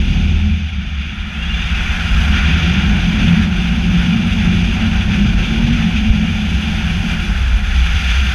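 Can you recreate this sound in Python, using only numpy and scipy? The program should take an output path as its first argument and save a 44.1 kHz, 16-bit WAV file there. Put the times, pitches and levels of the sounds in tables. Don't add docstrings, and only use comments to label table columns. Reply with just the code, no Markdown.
import sys
import numpy as np
from scipy import signal
from scipy.fft import rfft, irfft, next_fast_len
from scipy.io import wavfile
from scipy.ndimage import uniform_filter1d, minimum_filter1d, map_coordinates

SR = 44100
rng = np.random.default_rng(int(sys.argv[2]) if len(sys.argv) > 2 else 0)


def boost_factor(decibels):
    exponent = np.asarray(decibels, float) / 20
    return 10 ** exponent


def log_audio(samples):
    frames = np.atleast_2d(samples).T
    limited = np.clip(frames, -1, 1)
    pcm = np.round(limited * 32767).astype(np.int16)
    wavfile.write(sys.argv[1], SR, pcm)


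N = 367794


def unit(x):
    return x / np.sqrt(np.mean(np.abs(x) ** 2) + 1e-20)


def curves(rows):
    s, *columns = np.transpose(rows)
    return [np.interp(np.arange(N) / SR, s, column) for column in columns]


def spells(rows):
    t = np.arange(0, N / SR + .01, .004)
    s, db, half_s = np.transpose(rows)[:, :, None]
    bells = db * np.exp(-((t - s) / half_s) ** 2)
    return np.interp(np.arange(N) / SR, t, bells.sum(axis=0))


def wobble(rate_hz):
    knots = rng.standard_normal(1500)
    return map_coordinates(knots, [np.arange(N) * rate_hz / SR])


def eddies(spectrum, patchy_db):
    z = signal.stft(rng.standard_normal(N), nperseg=512)[2]
    field = uniform_filter1d(rng.standard_normal(z.shape), size=6, axis=0)
    field = uniform_filter1d(field, size=6, axis=1)
    x = signal.istft(z * boost_factor(patchy_db * unit(field)), nperseg=512)[1][:N]
    m = next_fast_len(N + 8192)
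    hz, db = np.transpose(spectrum)
    colour_db = np.interp(np.log(np.fft.rfftfreq(m, 1 / SR) + 1), np.log(hz + 1), db, -120, -120)
    return unit(irfft(rfft(x, m) * boost_factor(colour_db), m)[:N])


def shaken(hz, width_hz, lock):
    pole = np.exp(-np.pi * width_hz / SR)
    swing = rng.standard_normal(N + SR) + 1j * rng.standard_normal(N + SR)
    for _ in range(2):
        swing = signal.lfilter([1], [1, -pole], swing)
    swing = unit(swing[SR:])
    swing = swing / (np.abs(swing) + 0.25) ** lock
    carrier = np.exp(2j * np.pi * np.cumsum(hz * np.ones(N)) / SR)
    return unit(swing * carrier) * np.sqrt(2)


# time in seconds, strength in dB.
SHAKE = [(0, -18), (.5, -20), (.7, -26), (1.0, -27.5), (1.2, -27.5), (1.35, -27.5), (1.5, -22), (2.3, -20),
         (3.2, -20.5), (4.2, -21), (5.2, -20), (6.1, -21), (7.0, -20), (7.9, -20.5), (8.34, -23.5)]
# time in seconds, pitch in Hz.
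BENDING = [(0, 66), (.75, 70), (1.1, 68), (1.55, 65), (1.75, 56), (2.0, 64), (2.2, 66), (2.8, 68),
           (3.3, 62), (5.2, 61), (6.5, 64), (7.3, 61), (8.34, 64)]
# centre in seconds, dB, half length in seconds.
BEND_SPELLS = [(.22, -4, 0.14), (.8, 6, 0.071), (1.0, 5, 0.12), (1.15, -16, 0.066), (1.55, 7.5, 0.044),
               (1.75, 5, .05), (2.25, 1, 0.2), (2.8, 7, 0.12), (3.74, 7, 0.072), (4.22, -13, 0.055),
               (4.5, 1, 0.053), (5.3, 3.5, .15), (2.6, -5, .04), (3.05, -5, 0.089), (4.75, -5, .08),
               (5.97, 6, 0.026), (6.15, 5, 0.063), (6.3, -11, 0.061), (6.55, 7, 0.041), (6.95, -20, 0.14),
               (7.27, 7.5, .07), (7.4, 6, .06), (7.53, 10.5, 0.06), (7.66, -2, .03), (7.78, 10, 0.066),
               (.15, -4, .07), (2.65, 5, .05), (4.47, 4.5, .05), (2.42, 1, 0.07), (2.53, 6.5, .04),
               (.4, -6, .08), (7.97, -21, 0.062), (8.18, 13, 0.29)]
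# Hz, level in dB per Hz.
BUFFET = [(8, -16), (16, -8), (25, -6), (35, 1), (50, 5), (75, 1.5), (100, -4.5), (130, -41)]
# centre in seconds, dB, half length in seconds.
BUFFET_SPELLS = [(.1, 0.5, 0.2), (.42, -4, .1), (1.42, 3.5, .06), (6.04, -4, .03), (4.47, 4, .05),
                 (2.35, 0, .05), (1.6, -4.5, 0.11), (1.8, 6.5, 0.11), (2.2, 7, .1), (3.0, 3.5, .15),
                 (3.75, -6, 0.13), (4.25, -7, .1), (4.85, -5, .08), (5.75, -3, 0.073), (5.98, 8, .03),
                 (6.11, 16, 0.026), (6.85, 1, .1), (7.95, 7.5, 0.043), (8.15, 1.5, 0.16)]


def frame():
    shake_db, = curves(SHAKE)
    bend_db = shake_db - 2.0 + spells(BEND_SPELLS) + 0.5 * wobble(13.0)
    bend = boost_factor(bend_db) * shaken(*curves(BENDING), width_hz=5.2, lock=0.86).real
    buffet_db = shake_db - 1.5 + spells(BUFFET_SPELLS) + 1.7 * wobble(7.9)
    return boost_factor(buffet_db) * eddies(BUFFET, patchy_db=1.9) + bend


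# time in seconds, rate in Hz.
BEAT = [(0, 39.5), (.6, 39), (1, 35.5), (1.5, 37.5), (1.9, 38), (2.15, 34.5), (2.6, 39.5), (3.3, 43),
        (4.5, 44.5), (5.7, 46), (6.5, 42), (7.5, 40.5), (8.34, 37)]
# centre in seconds, dB, half length in seconds.
FLAP_SPELLS = [(.25, 5, 0.22), (.39, -3, .06), (.66, -6, .05), (6.05, -5, .08), (2.9, -5, .1),
               (.85, -31, 0.24), (1.3, -2, .12), (1.9, 0, .08), (2.3, -5, 0.087), (2.7, -10, .05),
               (3.2, 4, .12), (3.9, 7.5, 0.099), (4.05, -6, 0.055), (4.7, 1, .08), (5.17, -5, .07),
               (5.4, 9, 0.15), (6.12, -2, .1), (6.6, -7, 0.074), (6.75, 1, .06), (7.8, 6, 0.26),
               (8.2, -14, 0.15)]
# centre in seconds, dB, half length in seconds.
OVERTONE_SPELLS = [(.15, -1, 0.12), (.45, 6.5, 0.23), (1.15, -12, 0.063), (1.3, 6, 0.046), (3.35, 4, 0.15),
                   (3.9, 2, 0.16), (4.9, 2.5, .2), (5.5, -2, 0.15), (1.9, 4, 0.067), (2.25, 0, 0.11),
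                   (2.47, 7, 0.15), (3.07, -13, 0.066), (3.62, -19, 0.073), (5.2, -7, 0.048),
                   (6.0, -13, 0.045), (6.4, 5.5, 0.17), (6.74, 1.5, 0.044), (6.87, -12, 0.032),
                   (7.05, 3, 0.086), (7.8, -1.5, 0.25), (8.25, -1, 0.074)]


def flap():
    shake_db, = curves(SHAKE)
    stroke = shaken(*curves(BEAT), width_hz=3.4, lock=0.86)
    first_db = shake_db - 4.0 + spells(FLAP_SPELLS) + 1.6 * wobble(8)
    second_db = shake_db - 3.5 + spells(OVERTONE_SPELLS)
    return boost_factor(first_db) * stroke.real + boost_factor(second_db) * unit((stroke ** 2).real)


# time in seconds, strength in dB.
LOAD = [(0, -26), (.5, -30.5), (.7, -34), (1.2, -36.5), (1.35, -33), (1.6, -32), (2.25, -24.5),
        (2.8, -18.5), (3.4, -19), (3.65, -19.5), (4.6, -20), (5.9, -19), (6.6, -23), (7.15, -28),
        (7.45, -32), (8.0, -34), (8.34, -38)]
# time in seconds, low mode in Hz, high mode in Hz.
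TENSION = [(0, 170, 205), (.5, 170, 208), (1.6, 168, 215), (2.0, 174, 215), (2.35, 156, 208),
           (2.6, 160, 192), (2.75, 168, 185), (2.95, 170, 206), (3.3, 172, 216), (4.1, 175, 220),
           (4.6, 175, 215), (4.95, 176, 227), (5.17, 174, 201), (5.7, 172, 227), (6.0, 170, 215),
           (6.5, 171, 215), (7.05, 170, 208), (7.8, 163, 210), (8.34, 165, 205)]
# centre in seconds, dB, half length in seconds.
LOW_DRUM_SPELLS = [(1.2, -6, .04), (1.6, 5, 0.27), (2.47, 2, 0.11), (2.73, -5, .07), (2.9, -3, 0.04),
                   (3.03, -4, .04), (2.19, -7, .08), (0.22, 2, .06), (4.72, -2.5, .08), (2.38, -6, 0.056),
                   (2.17, 9, 0.047), (7.87, 4, .04), (2.4, -5, .03), (3.15, -1, 0.066), (3.33, 7.5, 0.038),
                   (3.2, -12, 0.057), (3.44, 1.5, 0.12), (3.88, 4.5, 0.33), (3.8, -7, 0.069),
                   (4.3, -4, .06), (4.62, 2.5, 0.15), (4.85, -5, 0.055), (5.13, -5.5, 0.29),
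                   (5.59, -6, 0.29), (5.87, 4.5, 0.054), (6.05, -20, 0.088), (6.9, 8, 0.077),
                   (7.13, 6.5, 0.046), (7.43, -12, 0.072), (7.83, 6, 0.11)]
# centre in seconds, dB, half length in seconds.
HIGH_DRUM_SPELLS = [(.08, -10, 0.084), (.45, 11, 0.044), (2.0, -6, 0.17), (2.75, 7, 0.082),
                    (2.86, -1, 0.027), (2.95, 6, 0.037), (3.01, -10.5, 0.032), (3.08, 2, .04),
                    (3.22, 5, 0.026), (.22, 3, .06), (7.6, 3.5, 0.046), (8.14, -6, .06), (2.72, -3.5, .04),
                    (3.14, -3, .03), (3.45, 2, .06), (6.45, -3, 0.067), (5.2, 0, 0.072), (7.45, -4, .06),
                    (3.3, 3.5, 0.17), (3.6, -8.5, 0.081), (4.0, -10, 0.055), (4.15, 4, 0.19),
                    (4.55, -3, 0.13), (4.85, 4.5, 0.024), (5.05, -5.5, 0.066), (5.22, 8, 0.035),
                    (5.42, -5, 0.05), (5.72, 5, 0.044), (5.86, 3, 0.033), (6.02, 8.5, 0.066),
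                    (6.3, 3, 0.14), (6.5, 4, 0.096), (7.45, -4, 0.092), (6.95, -10, 0.037),
                    (7.05, 13, 0.039), (7.9, -6, 0.19)]
# centre in seconds, dB, half length in seconds.
CLOTH_SPELLS = [(.1, 8, 0.29), (0.78, -2, 0.17), (1.23, -2, 0.39), (1.8, 0, 0.14), (2.16, -2, 0.11),
                (2.5, 3.5, 0.074), (2.77, 3, .08), (4.5, 4.5, .1), (6.35, -3.5, 0.12), (7.3, 2.5, .08),
                (2.6, 2, 0.072), (3.33, 4, 0.074), (3.7, -0.5, 0.45), (5.6, 1.5, 0.16), (5.32, 1, 0.23),
                (6.0, -10, 0.11), (7.2, 0.5, 0.22), (8.34, 5.5, 0.15), (8.12, -2, 0.073), (6.5, -1, .06),
                (5.2, 2.5, .08), (.03, -3.5, .06)]
# Hz, level in dB per Hz.
FLUTTER = [(56, -29), (95, -5.5), (124, -7), (157, -5), (204, -3.5), (232, -9.5), (260, -18), (340, -32.5),
           (570, -120)]
# Hz, level in dB per Hz.
RUSTLE = [(150, -15.5), (250, -3), (264, -9.5), (301, -14), (349, -5.5), (410, -19.5), (620, -23.5),
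          (810, -54), (1360, -120)]


def sail():
    load_db, = curves(LOAD)
    loose_db = spells(CLOTH_SPELLS)
    low_hz, high_hz = curves(TENSION)
    low_db = load_db - 0.5 + spells(LOW_DRUM_SPELLS)
    high_db = load_db - 1.25 + spells(HIGH_DRUM_SPELLS)
    drum = boost_factor(low_db) * shaken(low_hz, width_hz=13.6, lock=0.7).real
    drum += boost_factor(high_db) * shaken(high_hz, width_hz=20.4, lock=0.42).real
    flutter_db = -25.0 + 0.6 * (load_db + 26.5) + 0.92 * loose_db + 1.1 * wobble(4.9)
    rustle_db = -38.5 + 0.74 * (load_db + 25.5) + 0.96 * loose_db + 1.0 * wobble(11)
    flutter = boost_factor(flutter_db) * eddies(FLUTTER, patchy_db=-2.0)
    rustle = boost_factor(rustle_db) * eddies(RUSTLE, patchy_db=0.7)
    return drum + flutter + rustle


# Hz, level in dB per Hz.
SURGE = [(6, -20), (16, -9), (25, -1), (31, -1), (40, -29)]


def wake():
    shake_db, = curves(SHAKE)
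    return boost_factor(shake_db - 14.5 + 1.5 * wobble(5)) * eddies(SURGE, patchy_db=-1.0)


# time in seconds, vortex rush in dB, airspeed as fine fizz in dB, door seam leak in dB.
FLOW = [(0, -29.5, -58.5, -2.5), (.12, -28, -57, -5), (.45, -31, -61, -2), (.7, -32.5, -66, -1),
        (.97, -33, -66.5, 2), (1.17, -32, -64, 3), (1.3, -32, -61, 4.5), (1.4, -31.5, -58.5, 5.5),
        (1.55, -27.5, -57, 3), (2.31, -24.5, -49, 1.5), (2.335, -22, -52, 2), (2.8, -22.5, -53, -1.5),
        (2.87, -25.5, -53.5, -2.5), (3.44, -25, -52, 2.5), (3.475, -28.5, -55.5, 1.5),
        (4.1, -26.5, -53.5, 0), (5.85, -26.5, -54, -1.5), (6.2, -28, -55, -2), (6.7, -27.5, -52.5, -0.5),
        (7.1, -28, -51, 1.5), (7.66, -30, -53, 4), (7.79, -25, -50.5, -1), (8.34, -24, -48, 0.5)]
# centre in seconds, dB, half length in seconds.
GUSTS = [(.66, -0.5, 0.016), (1.07, 2, 0.07), (1.2, 0, .05), (1.78, 3, 0.033), (2.18, -0.5, 0.046),
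         (2.305, -3.5, 0.025), (2.45, -0.5, 0.033), (3.27, 1.5, 0.057), (3.49, -2.5, 0.026),
         (3.61, 2, .015), (3.68, 3, .015), (3.88, -2, 0.045), (3.97, 1.5, .04), (4.25, -1, 0.065),
         (4.55, 0.5, .03), (5.35, -3.5, 0.025), (5.6, -1.5, 0.022), (6.65, 0.5, .08), (7.01, -1.5, .015),
         (7.11, 3, .015), (7.94, -2, .01), (8.0, 1, .015), (5.07, -3, 0.026), (5.13, 4, 0.02),
         (5.55, 0.5, 0.025), (5.7, 1, 0.061), (5.9, -1.5, 0.028), (5.97, 3.5, 0.021), (6.12, 0, 0.031),
         (7.62, -5, 0.011), (8.11, 3.5, 0.033), (8.235, -3, 0.025), (8.29, -0.5, 0.015)]
# centre in seconds, dB, half length in seconds.
EDGE_SPELLS = [(.25, 1, 0.16), (.8, 1, 0.22), (1.25, -1.5, 0.1), (2.0, -0.5, 0.51), (4.25, -1, .1),
               (5.3, 0.5, .1), (6.5, 0, .1), (6.75, 0, .1), (5.75, 1, 0.087), (7.3, 0.5, .2)]
# Hz, level in dB per Hz.
RUSH = [(1180, -20.5), (2000, -9.5), (2160, -3.5), (2360, 4), (2830, -0.5), (3060, -2), (3480, 0),
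        (3800, -12), (4940, -48), (8360, -120)]
# Hz, level in dB per Hz.
EDGE = [(2210, -37), (3750, -3.5), (4170, -3.5), (4930, -2.5), (5250, -7.5), (6240, -3), (6950, -18),
        (9040, -46), (15300, -120)]
# Hz, level in dB per Hz.
FIZZ = [(4060, -43), (6900, -7.5), (7170, -3), (8040, -8.5), (8800, -6), (9520, -10.5), (10100, -3.5),
        (10400, -3), (11300, -15.5), (12600, -9.5), (15000, -29)]


def flow():
    rush_db, speed_db, _ = curves(FLOW)
    swell_db = spells(GUSTS) + 0.15 * wobble(9)
    edge_db = -40.0 + 0.65 * (rush_db + 27) + 0.41 * (speed_db + 53.5)
    edge_db += 0.76 * swell_db + spells(EDGE_SPELLS)
    fizz_db = speed_db + .3 + 0.61 * swell_db
    quick_db = 0.15 * wobble(22) + 0.72 * wobble(60) + 0.78 * wobble(110)
    rush = boost_factor(rush_db + swell_db + 0.86 * quick_db) * eddies(RUSH, patchy_db=0.15)
    edge = boost_factor(edge_db + 0.57 * quick_db) * eddies(EDGE, patchy_db=0.5)
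    fizz = boost_factor(fizz_db + 0.76 * quick_db) * eddies([*FIZZ, (15350, -27)], patchy_db=1.0)
    return rush + edge + fizz


# centre in seconds, dB, half length in seconds.
SEAM_PUFFS = [(1.67, -0.5, .03), (2.9, 4, 0.069), (3.21, 2.5, 0.019), (3.83, -3, 0.045), (4.02, 1.5, 0.032),
              (4.6, -2, .03), (4.78, 1.5, .03), (5.39, 2.5, 0.044), (5.8, 3, 0.045), (6.1, -0.5, .05),
              (.2, 1.5, 0.087), (1.45, -1, 0.073), (1.95, 1, .06), (2.4, -1, .05), (4.45, 2.5, 0.043),
              (4.68, -1.5, 0.034), (4.95, 2.5, 0.054), (5.15, 0.5, .05), (6.25, 2.5, .04), (6.8, 2, .05),
              (7.4, 0, .05), (7.9, 0, .08)]
# Hz, level in dB per Hz.
UPPER = [(680, -25), (1150, -12), (1410, 0), (1580, -2), (2050, -6.5), (2660, -15), (4510, -120)]
# Hz, level in dB per Hz.
HOLLOW = [(350, -8), (600, -9), (763, -1.5), (933, -6.5), (1120, -12.5), (1180, -29), (1530, -16),
          (2600, -120)]


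def cavity():
    rush_db, speed_db, leak_db = curves(FLOW)
    load_db, = curves(LOAD)
    puffs_db = 0.41 * spells(GUSTS) + spells(SEAM_PUFFS) + 0.52 * wobble(14)
    upper_db = -31.5 + 1.17 * (rush_db + 27) + 0.19 * (speed_db + 55) + leak_db + puffs_db
    lower_db = -38.5 + 0.16 * (rush_db + 27.5) + 0.52 * (speed_db + 54) + 0.31 * (load_db + 24)
    lower_db += 0.2 * leak_db + 0.41 * puffs_db
    upper = boost_factor(upper_db) * eddies(UPPER, patchy_db=0.74)
    return upper + boost_factor(lower_db) * eddies(HOLLOW, patchy_db=1.27)


def port():
    speed_db = curves(FLOW)[1]
    port_db = -71 + .25 * (speed_db + 55) + .8 * wobble(25)
    colour = [(9700, -40), (10100, -4), (10350, 0), (10600, -5), (11000, -40)]  # Hz, dB per Hz
    return boost_factor(port_db) * eddies(colour, patchy_db=1)


# time in seconds, pitch in Hz, level in dB.
WHISTLES = [
    [(1.27, 2330, -55), (1.3, 2360, -33), (1.335, 2540, -35), (1.385, 2620, -31), (1.405, 2720, -38),
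     (1.43, 2810, -33), (1.47, 2720, -45), (1.495, 2740, -32), (1.52, 2840, -31), (1.54, 2770, -32),
     (1.57, 2820, -40), (1.65, 2800, -38), (1.7, 2780, -52)],
    [(1.33, 3050, -55), (1.37, 3150, -39), (1.4, 3230, -40), (1.425, 3310, -35), (1.445, 3260, -37),
     (1.465, 3320, -32), (1.49, 3460, -34), (1.52, 3400, -44), (1.555, 3490, -34), (1.59, 3480, -39),
     (1.62, 3620, -37), (1.69, 3640, -39), (1.73, 3630, -55)],
    [(1.2, 7600, -75), (1.4, 7700, -69), (1.7, 7650, -64), (2.2, 7650, -64), (2.4, 7640, -75)],
    [(1.66, 2780, -52), (1.7, 2720, -36), (1.74, 2590, -38), (1.8, 2590, -35), (1.83, 2400, -40),
     (1.86, 2320, -33), (1.89, 2450, -36), (1.94, 2450, -52)],
]
WHISTLE_WIDTHS_HZ = [60, 65, 220, 70]


def whistle():
    tones = 0
    for rows, width_hz in zip(WHISTLES, WHISTLE_WIDTHS_HZ):
        hz, db = curves(rows)
        sounding = (db > db[0]) | (db > db[-1])
        wavering_hz = hz * (1 + .003 * wobble(60))
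        tone = shaken(wavering_hz, width_hz, lock=.95).real
        tones = tones + sounding * boost_factor(db + 1.8 * wobble(50)) * tone
    return tones


# centre in Hz, width in Hz, gain in dB.
HOUSING = [(746, 51, 2.5), (2830, 46, 4.5), (3810, 78, -2.5), (3976, 64, 6.5), (4030, 73, -5),
           (4910, 99, 3.5), (5040, 110, -1), (5580, 130, 1.5), (5900, 110, -3.5), (6060, 140, 3),
           (6630, 150, 4), (14700, 500, 9)]


def housing(air):
    f = np.fft.rfftfreq(N, 1 / SR)
    wall_db = sum(db * np.exp(-((f - hz) / width_hz) ** 2) for hz, width_hz, db in HOUSING)
    return irfft(rfft(air) * boost_factor(wall_db), N)


def scene():
    structure = frame() + flap() + sail() + wake()
    air = flow() + cavity() + whistle()
    return (structure + housing(air) + port())[None]


def roll_off(x):
    return signal.sosfilt(signal.butter(12, 15180, fs=SR, output="sos"), x)


def record(dry):
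    threshold_db, hold_s, ramp_s, start_s = -3.0, .012, .006, .0015
    over = np.minimum(1, (boost_factor(threshold_db) / (np.abs(dry) + 1e-9)) ** 0.49)
    hold, ramp = int(hold_s * SR), int(ramp_s * SR)
    held = minimum_filter1d(over, hold, origin=(hold - 1) // 2)
    gain = uniform_filter1d(held, ramp, origin=(ramp - 1) // 2)
    x = dry * gain * np.minimum(1, np.arange(N) / SR / start_s)
    x = 1.3 * np.tanh(x / 1.3)
    return roll_off(x)


dry = scene()
out = record(dry)
log_audio(out)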